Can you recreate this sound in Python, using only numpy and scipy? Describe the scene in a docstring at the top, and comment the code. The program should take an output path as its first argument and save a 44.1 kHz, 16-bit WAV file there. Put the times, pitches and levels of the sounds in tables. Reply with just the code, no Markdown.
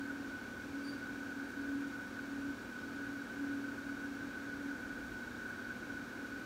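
"""A fan's blade tone swells and fades in a small room, while its airflow whines in the housing.
Beneath it lie the steady hum of a second rotor and of mains-powered gear, and soft air noise.
Short high chirps sound twice, first as a close pair, and ring briefly in the room.
Fingers brush over skin with a light friction hiss, and a moving arm stirs a faint rumble."""
import sys
import numpy as np
from scipy import signal
from scipy.fft import rfft, irfft, next_fast_len
from scipy.io import wavfile
from scipy.ndimage import uniform_filter1d

SR = 44100
rng = np.random.default_rng(int(sys.argv[2]) if len(sys.argv) > 2 else 0)


def output_pcm(signal):
    """Save a mono or channel-first signal as 16-bit PCM at the path in sys.argv[1].

    Samples are clipped to [-1, 1] before scaling.
    """
    pcm = np.clip(np.atleast_2d(signal).T, -1, 1) * 32767
    wavfile.write(sys.argv[1], SR, np.round(pcm).astype(np.int16))


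N = 284445
TIME = np.arange(N) / SR


def from_db(db):
    """Amplitude ratio of a level: tenfold for every 20 dB."""
    return 10 ** (np.asarray(db) / 20)


def rms_one(x):
    """Normalisation to unit mean power."""
    return x / np.sqrt(np.mean(x ** 2) + 1e-20)


def in_time(rows):
    """Linear interpolation of (t/s, value) points at every sample."""
    return np.interp(TIME, *np.transpose(rows))


def coloured(x, gain_at):
    """Zero-phase filtering: the spectrum is multiplied by a gain that depends on frequency."""
    size = next_fast_len(N)
    hz = np.arange(size // 2 + 1) * SR / size
    return irfft(rfft(x, size) * gain_at(hz), size)[:N]


def resonant_noise(centre_hz, width_hz):
    """Random excitation of a resonance, applied twice, gives a band of noise; rms 1."""
    response = lambda hz: 1 / (1 + ((hz - centre_hz) / (.78 * width_hz)) ** 2)
    return rms_one(coloured(rng.standard_normal(N), response))


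def drift(rate_hz):
    """Random fluctuation as low-pass noise; rms 1."""
    return resonant_noise(0, rate_hz)


def tone(hz):
    """A sine of rms 1: its phase is the integral of frequency, from a random start."""
    cycles = np.cumsum(hz * np.ones(N)) / SR + rng.random()
    return np.sqrt(2) * np.sin(2 * np.pi * cycles)


def room(x, wet_db, t60_s=0.57):
    """Reverberation: a diffuse, exponentially decaying tail joins the direct sound."""
    t = TIME[:SR // 2]
    tail = rng.standard_normal(len(t)) * from_db(-60 * t / t60_s)
    return x + from_db(wet_db) * signal.fftconvolve(x, tail / np.linalg.norm(tail))[:N]


def air_noise():
    """Broadband noise of the room's air, its spectral density falling towards the treble."""
    # air noise spectrum: f/Hz, density level/dB per Hz
    spectrum = [(20, -112), (45, -84.5), (110, -83), (150, -88), (250, -79.5), (450, -85), (800, -88),
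                (1250, -87.5), (2000, -94.5), (2800, -96.5), (4400, -99.3), (6800, -102.7), (8300, -110),
                (16000, -121)]
    points_hz, points_db = np.transpose(spectrum)
    white = rng.standard_normal(N) * np.sqrt(SR / 2)   # 0 dB per Hz
    return coloured(white, lambda hz: from_db(np.interp(np.log(hz + 1), np.log(points_hz), points_db)))


def microphone_hiss(level_db):
    """Self-noise of the microphone: white, with equal power in every hertz."""
    return from_db(level_db) * rng.standard_normal(N)


def faint_bands():
    """Narrow-band noise: faint steady bands, one a thin ring at the chirps' pitch."""
    # bands of noise: f/Hz, width/Hz, level/dB
    bands = [(179, 18, -70.5), (330, 64, -62.5), (1298, 44, -64.5), (1827, 50, -70), (2201, 74, -69.5),
             (2375, 180, -69), (3873, 75, -76.5), (4490, 110, -76), (4676, 33, -78.5), (9000, 930, -85)]
    return sum(from_db(db) * resonant_noise(hz, width) for hz, width, db in bands)


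def arm_rumble(peak_s, peak_db, fade_db_per_s):
    """Air displaced by a passing arm: low noise that rises and dies away exponentially."""
    envelope = from_db(peak_db - fade_db_per_s * np.abs(TIME - peak_s))
    return envelope * resonant_noise(centre_hz=50, width_hz=17)


def finger_rubs(centre_hz, width_hz, grain_db):
    """Sliding friction on skin: slightly grainy noise that swells and fades with each stroke."""
    # finger strokes: middle t/s, duration/s, level/dB
    strokes = [(1.5, .05, -73), (5.09, .13, -74), (5.5, .07, -71)]
    envelope = sum(from_db(db) * np.exp(-(2 * (TIME - s) / length) ** 2) for s, length, db in strokes)
    friction = resonant_noise(centre_hz, width_hz) * from_db(grain_db * drift(120))
    return envelope * rms_one(friction)


def chirps(roughness, octave_db):
    """Rapid random frequency modulation makes short whistles raspy; each has a weak octave."""
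    # whistles: start t/s, duration/s, start f/Hz, end f/Hz, level/dB
    whistles = [(0.838, 0.027, 4740, 4620, -56.5), (0.861, 0.052, 4660, 4670, -55.5),
                (2.786, 0.06, 5250, 5040, -72)]
    out = np.zeros(N)
    for start, length, from_hz, to_hz, db in whistles:
        progress = np.clip((TIME - start) / length, 0, 1)
        hz = (from_hz + (to_hz - from_hz) * progress) * (1 + roughness * drift(510))
        swell = np.sqrt(np.abs(np.sin(np.pi * progress)))
        out += from_db(db) * swell * (tone(hz) + from_db(octave_db) * tone(2 * hz))
    return out


def machine_hum(rotor_hz, mains_hz, wander, waver_hz):
    """Periodic forces give a line spectrum; magnetic pull at twice the mains rate adds sidebands."""
    # harmonics of the steady rotor: multiple of its turning rate, level/dB
    rotor_orders = [(2, -74), (3, -72), (4, -62), (5, -59.5), (6, -64), (7, -68), (8, -66.5), (10, -68),
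                    (11, -71)]
    # orders shifted up by the magnetic pull: multiple of the turning rate, level/dB
    shifted_orders = [(2, -63.5), (4, -63), (5, -68.5), (7, -71.5), (8, -70.5)]
    # mains hum: multiple of the mains rate, level/dB
    mains_harmonics = [(2, -74.5), (4, -55.5)]
    # other motor drones and thin electronic whistles: f/Hz, level/dB
    lone_tones = [(57.2, -73), (89.5, -71), (118.4, -67), (879, -79), (1064, -92), (4560, -81.5),
                  (5615, -79.5), (6910, -102), (7978, -86.5)]
    turning_hz = rotor_hz * (1 + wander * drift(1.26))
    orders = sum(from_db(db) * tone(k * turning_hz) for k, db in rotor_orders)
    sidebands = sum(from_db(db) * tone(k * turning_hz + 2 * mains_hz) for k, db in shifted_orders)
    mains = sum(from_db(db) * tone(k * mains_hz) for k, db in mains_harmonics)
    lone = sum(from_db(db) * tone(hz + waver_hz * drift(2.2)) for hz, db in lone_tones)
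    return orders + sidebands + mains + lone


def housing_whine(even_s, gain_db, sway_db):
    """Airflow excites the housing's modes into a fluttering whine near 1.5 kHz."""
    # main modes of the fan housing: f/Hz, width/Hz, relative level/dB
    modes = [(1466.6, 46, -6), (1484, 13.6, -4), (1521.5, 15.5, -6), (1537, 64, -9), (1624, 62, -10)]
    # slow envelope of the whine: t/s, level before gain/dB
    envelope = [(0.0, -52), (0.03, -49), (0.86, -53), (0.99, -49), (2.96, -51.5), (3.07, -46.5),
                (3.14, -50), (5.12, -49.5), (5.71, -46.5), (5.77, -52), (5.89, -49), (6.45, -50.5)]
    whine = sum(from_db(db) * resonant_noise(hz, width) for hz, width, db in modes)
    # the fast flutter stays; the slow level is evened out, then sways with the airflow
    whine /= np.sqrt(uniform_filter1d(whine ** 2, int(even_s * SR)))
    level_db = in_time(envelope) + gain_db + sway_db * drift(2.8)
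    return from_db(level_db) * whine


def blade_tone(blade_hz, wander_hz, gain_db, turbulence_db):
    """A tone at the blade-passing frequency beats with narrow-band turbulence and so flutters."""
    # irregular swelling and fading of the unbroken tone: t/s, level before gain/dB
    envelope = [(0.0, -43), (0.29, -48.5), (0.63, -59.5), (0.75, -43.5), (0.95, -44.5), (0.99, -52.5),
                (1.47, -44), (1.51, -55), (1.56, -44.5), (1.71, -38.5), (1.87, -42), (2.06, -57),
                (2.26, -45.5), (2.51, -41.5), (2.6, -58), (2.66, -49), (2.73, -70), (2.78, -50), (3.2, -43),
                (3.32, -61), (3.43, -37.5), (3.61, -44.5), (4.58, -49), (4.69, -41.5), (4.78, -50.5),
                (5.78, -63), (5.87, -52), (6.14, -63), (6.23, -46), (6.45, -58)]
    level_db = in_time(envelope)
    swing_db = .4 * (level_db - level_db.mean())   # the turbulence follows part of the tone's swing
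    turbulence = from_db(turbulence_db + swing_db) * resonant_noise(blade_hz, width_hz=13.7)
    passing_hz = blade_hz + wander_hz * drift(2.55)
    return from_db(level_db + gain_db) * tone(passing_hz) + turbulence


def scene():
    """Superposition: the pressures of all sources add at one microphone."""
    mix = blade_tone(blade_hz=279.8, wander_hz=0.767, gain_db=-0.95, turbulence_db=-56.5)
    mix += machine_hum(rotor_hz=50.6, mains_hz=60.07, wander=0.00092, waver_hz=0.714)
    mix += housing_whine(even_s=0.27, gain_db=0.74, sway_db=0.4)
    mix += faint_bands()
    mix += finger_rubs(centre_hz=10000, width_hz=8000, grain_db=2)
    mix += air_noise()
    mix += arm_rumble(peak_s=5.06, peak_db=-59.5, fade_db_per_s=45)
    mix += microphone_hiss(level_db=-68.5)
    mix += room(chirps(roughness=.022, octave_db=-16), wet_db=-0.5)
    return mix[None]


def record(dry, cutoff_hz=15720):
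    """Linear filtering: two narrow dips in the treble, and no sound above about 15.7 kHz."""
    # treble dips: f/Hz, width/Hz, gain/dB
    dips = [(4820, 440, -2), (10420, 440, -4)]
    dip_db = lambda hz: sum(db * np.exp(-((hz - centre) / width) ** 2) for centre, width, db in dips)
    low_pass = lambda hz: np.clip((cutoff_hz - hz) / 60 + .5, 0, 1)
    return np.array([coloured(channel, lambda hz: from_db(dip_db(hz)) * low_pass(hz)) for channel in dry])


dry = scene()
out = record(dry)
output_pcm(out)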